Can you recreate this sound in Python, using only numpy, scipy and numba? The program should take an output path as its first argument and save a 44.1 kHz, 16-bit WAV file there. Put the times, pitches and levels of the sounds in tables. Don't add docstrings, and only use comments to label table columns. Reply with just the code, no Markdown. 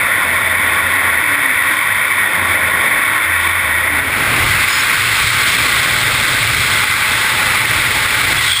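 import sys
import numpy as np
from scipy import signal
from scipy.fft import rfft, irfft, next_fast_len
from scipy.io import wavfile
from scipy.ndimage import uniform_filter1d, map_coordinates
from numba import njit

SR = 44100
rng = np.random.default_rng(int(sys.argv[2]) if len(sys.argv) > 2 else 0)


def transcribe(u):
    v = np.clip(np.atleast_2d(u).T, -1, 1)
    q = np.round(v * 32767).astype(np.int16)
    wavfile.write(sys.argv[1], SR, q)


N = 379260

# t/s, level/dB
STREAM = [(0.0, -15.5), (1.3, -14.5), (1.7, -16.5), (2.9, -14), (3.5, -16.5), (4.1, -18), (4.4, -12.5),
          (5.1, -14.5), (5.46, -11), (6.55, -15), (6.97, -14.5), (7.88, -14.5), (8.48, -15), (8.6, -18.5)]
# t/s, level/dB
HELMET = [(0.0, -32.5), (0.21, -31), (1.12, -31), (1.77, -37), (2.42, -30.5), (2.85, -28.5), (3.21, -35.5),
          (3.7, -34.5), (4.38, -28.5), (4.7, -34.5), (5.25, -35.5), (5.6, -29), (6.1, -30.5), (6.5, -32.5),
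          (6.9, -35.5), (7.35, -32), (7.71, -33), (8.31, -32.5), (8.48, -36), (8.6, -44)]
# f/Hz, relative level/dB
ROAR_LEE = [(460, -29.5), (780, -22.5), (999, -8), (1070, -7), (1120, -5.5), (1230, -13.5), (1440, -2.5),
            (1600, -8.5), (1840, -0.5), (1910, 3.5), (2040, -2), (2260, 0.5), (2460, -11.5), (2610, -11),
            (2900, -33.5), (3770, -58), (6380, -120)]
ROAR_FACING = [(460, -48), (780, -25), (866, -13), (895, -11.5), (972, -18), (1080, -6), (1200, -6.5),
               (1400, -5), (1570, -2), (1750, -8.5), (2050, 0.5), (2610, -6.5), (2900, -11), (3770, -28),
               (6380, -120)]
HISS_LEE = [(1620, -68), (2750, -16), (2900, -15), (3060, -5.5), (3260, -4.5), (3430, -4), (3550, 2.5),
            (3650, -4), (3950, -13.5), (4250, -17.5), (4970, -17), (5550, -22.5), (6000, -39), (7800, -63),
            (13200, -120)]
HISS_FACING = [(1620, -36), (2750, -13.5), (2900, -11), (3260, -2), (3950, -3), (4740, -9), (5180, -9),
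               (6000, -19), (7800, -48), (13200, -120)]
BODY_LEE = [(260, -35), (440, -11.5), (466, -15), (516, 3), (566, -2), (639, 1), (772, -6), (870, 1),
            (1130, -11), (1910, -120)]
BODY_FACING = [(260, -37), (440, -7.5), (628, -5), (704, -7), (803, -7), (870, -4.5), (1130, -38),
               (1910, -120)]
THUD_LEE = [(11, -40), (18, -24), (43, -3), (65, -5), (97, 7.5), (170, -10.5), (220, -48), (370, -120)]
THUD_FACING = [(11, -45), (18, -17), (102, -1), (119, 2.5), (170, -12.5), (220, -39), (370, -120)]
# f/Hz, relative level/dB
GROWL_COLOUR = [(88, -9), (150, -3), (183, -2), (296, -1), (460, -4.5), (600, -21), (1010, -120)]
# t/s, half length/s, change of buffeting/dB, change of hiss/dB
GUSTS = [(1.1, .3, 0, -1), (1.75, .1, -3, 0.5), (3.5, .12, -5, 1.7), (4.418, 0.19, 9, -1.5),
         (4.75, .12, -5, 1), (5.25, .05, 8, 2), (5.45, 0.24, 1.5, 1), (5.9, 0.52, 2, 1.5),
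         (6.624, 0.34, 5, 2), (6.95, 0.25, -6, -0.2), (8.38, 0.059, 5.5, -1), (8.5, 0.12, 0.3, 5.5),
         (8.6, .05, -8, 2)]
# start t/s, length/s, f/Hz, level/dB
HOWLS = [(0, 2.15, 1096, -33), (2.5, 1.14, 1104, -32.5), (6.75, 1.56, 870, -35.5)]
# start t/s, length/s, starting f/Hz, starting level/dB, fade/(dB per s)
HUMS = [(0.267, .92, 88.1, -34, -6), (2.395, 0.4, 87.5, -34, -2), (3.281, 0.81, 85.9, -33, -3)]
# start t/s, length/s, starting f/Hz, glide/(Hz per s), level/dB
MOANS = [(1.221, 0.3, 312.6, -200, -37), (1.578, 0.21, 270, 219, -41), (3.0, .3, 305, 60, -41),
         (3.419, .12, 327, 10, -41.5), (3.898, .17, 299.4, -180, -38)]
# t/s, recovery time/s
DIPS = [(1.74, .05), (2.69, 0.036), (3.19, 0.042), (3.52, .08), (4.005, 0.28), (6.859, .04), (7.58, .05),
        (8.375, .04), (8.538, .05)]
# start t/s, length/s, starting f/Hz, glide/(Hz per s), level/dB
WHISTLES = [(4.7, 0.062, 5080, -700, -25), (4.772, 0.039, 5160, 2504, -27), (8.383, .012, 3320, 10, -17.5),
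            (8.483, .03, 3230, 10, -21), (8.52, 0.017, 3310, 10, -11), (8.549, .07, 3300, 10, -15)]

TURN_S, TURN_TAKES_S = 4.09, 0.2
LEE_SHARE, FACING_SHARE = 0.066, 0.83
HISS_LEE_DB, HISS_FACING_DB = -13.5, -7
HISS_TURN_S, HISS_TAKES_S = 4.27, 0.23
THUD_LEE_DB, THUD_FACING_DB = -40, -30
THUD_RISES_S, THUD_RISE_TAKES_S = 4.65, 0.3
GROWL_LEE_DB, GROWL_FACING_DB = -4, -0.8
GROWL_PER_GUST = 0.15
HUM_SAG_HZ_PER_S = 8
SWELL_DB, SWELL_S, DROP_DB = 3, 0.076, 0.5
CEILING, ATTACK_S, RELEASE_S = 0.63, 0.00049, 0.07
SAMPLE_HZ, TOP_HZ = 12000, 15330


def amp(db):
    return 10 ** (np.asarray(db) / 20)


def unit(x):
    return x / np.sqrt(np.mean(x ** 2) + 1e-20)


def curve(rows):
    seconds, values = np.transpose(rows)
    return np.interp(np.arange(N) / SR, seconds, values)


def wobble(rate):
    points = rng.standard_normal(int(N * rate / SR) + 4)
    return map_coordinates(points, [np.arange(N) * rate / SR])


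def turned(lee, facing, at=TURN_S, takes=TURN_TAKES_S):
    progress = (1 + np.tanh((np.arange(N) / SR - at) / takes)) / 2
    return lee + (facing - lee) * progress


def filtered(x, response):
    size = next_fast_len(N + 8192)
    spectrum = rfft(x, size) * response(np.fft.rfftfreq(size, 1 / SR))
    return irfft(spectrum, size)[..., :N]


def coloured(noise, rows):
    hz_points, db_points = np.transpose(rows)

    def response(hz):
        return amp(np.interp(np.log(hz + 1), np.log(hz_points), db_points, -120, -120))

    return unit(filtered(noise, response))


def rush(lee, facing, share, patchy_db):
    bands = signal.stft(rng.standard_normal(N), nperseg=512)[2]
    patches = uniform_filter1d(rng.standard_normal(bands.shape), size=5, axis=0)
    patches = uniform_filter1d(patches, size=8, axis=1)
    noise = signal.istft(bands * amp(patchy_db * unit(patches)), nperseg=512)[1][:N]
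    return (1 - share) * coloured(noise, lee) + share * coloured(noise, facing)


def tone(start, length, hz, glide, db, width_hz, edge, fade=0):
    late = np.arange(N) / SR - start
    gate = np.clip(np.minimum(late, length - late) / edge + 1, 0, 1) ** 2
    pitch = hz + glide * late + width_hz * wobble(3 * width_hz)
    phase = 2 * np.pi * np.cumsum(pitch) / SR
    level = amp(db + fade * np.clip(late, 0, length))
    return np.sqrt(2) * gate * level * np.sin(phase)


def roar(stream_db, eddies_db, share):
    return amp(stream_db + eddies_db) * rush(ROAR_LEE, ROAR_FACING, share, patchy_db=0.81)


def hiss(stream_db, eddies_db, gust_db, share):
    turn_db = turned(HISS_LEE_DB, HISS_FACING_DB, HISS_TURN_S, HISS_TAKES_S)
    flicker_db = 0.17 * eddies_db + 0.36 * wobble(14)
    level = amp(stream_db + turn_db + gust_db + flicker_db)
    return level * rush(HISS_LEE, HISS_FACING, share, patchy_db=0.0)


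def body(body_db, share):
    return amp(body_db) * rush(BODY_LEE, BODY_FACING, share, patchy_db=0.65)


def growl(body_db, gust_db, share):
    level = amp(body_db + turned(GROWL_LEE_DB, GROWL_FACING_DB) + GROWL_PER_GUST * gust_db)
    return level * rush(GROWL_COLOUR, GROWL_COLOUR, share, patchy_db=0.4)


def thud(gust_db):
    level = amp(turned(THUD_LEE_DB, THUD_FACING_DB) + gust_db + 0.75 * wobble(5.8))
    share = turned(0, 0.87, THUD_RISES_S, THUD_RISE_TAKES_S)
    return level * rush(THUD_LEE, THUD_FACING, share, patchy_db=1.0)


def gusts():
    t = np.arange(N) / SR
    total = np.zeros((2, N))
    for s, half, thud_db, hiss_db in GUSTS:
        bell = np.exp(-((t - s) / half) ** 2)
        total += np.outer([thud_db, hiss_db], bell)
    return total


def stream():
    stream_db, body_db = curve(STREAM), curve(HELMET)
    thud_gust_db, hiss_gust_db = gusts()
    share = turned(LEE_SHARE, FACING_SHARE)
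    eddies_db = 0.37 * wobble(30) + 0.32 * wobble(120)
    bright = roar(stream_db, eddies_db, share) + hiss(stream_db, eddies_db, hiss_gust_db, share)
    low = body(body_db, share) + growl(body_db, thud_gust_db, share) + thud(thud_gust_db)
    return bright + low


def howl():
    howls = sum(tone(s, length, hz, 0, db, width_hz=36, edge=0.24) for s, length, hz, db in HOWLS)
    return amp(3.5 * wobble(35)) * howls


def hum():
    hums = sum(tone(s, length, hz, -HUM_SAG_HZ_PER_S, db, width_hz=2.8, edge=0.09, fade=fade)
               for s, length, hz, db, fade in HUMS)
    return amp(0.8 * wobble(6)) * hums


def moan():
    moans = sum(tone(*row, width_hz=5, edge=0.05) for row in MOANS)
    return amp(1.5 * wobble(17)) * moans


def dips():
    t, db = np.arange(N) / SR, np.zeros(N)
    for s, recovery in DIPS:
        late = t - s
        swell = SWELL_DB * np.exp(-abs(late) / SWELL_S)
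        drop = -DROP_DB * np.exp(-abs(late) / recovery)
        db += np.where(late < 0, swell, drop)
    return amp(uniform_filter1d(db, size=200))


def whistle():
    whistles = sum(tone(*row, width_hz=95, edge=0.014) for row in WHISTLES)
    return amp(3.0 * wobble(200)) * whistles


def scene():
    air = stream() + howl() + hum() + moan() + whistle()
    return (dips() * air)[None]


@njit
def ride(x, ceiling, attack, release):
    out, want, gain = np.empty_like(x), 1.0, 1.0
    for i in range(len(x)):
        want = min(want + (1 - want) * release, ceiling / (abs(x[i]) + 1e-9))
        gain += (want - gain) * attack
        out[i] = x[i] * gain
    return out


def hold(hz):
    return np.sinc(hz / SAMPLE_HZ) / np.sinc(hz / SAMPLE_HZ / 4)


def record(dry):
    x = ride(amp(3.0) * dry[0], CEILING, 1 / (ATTACK_S * SR), 1 / (RELEASE_S * SR))
    x = filtered(x, lambda hz: hz < SAMPLE_HZ / 2)
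    x = x * (1 + 2 * np.cos(2 * np.pi * SAMPLE_HZ * np.arange(N) / SR))
    x = filtered(x, hold)
    x = x / (1 + np.abs(x / 0.98) ** 8) ** (1 / 8)
    return filtered(x, lambda hz: hz < TOP_HZ)[None]


dry = scene()
out = record(dry)
transcribe(out)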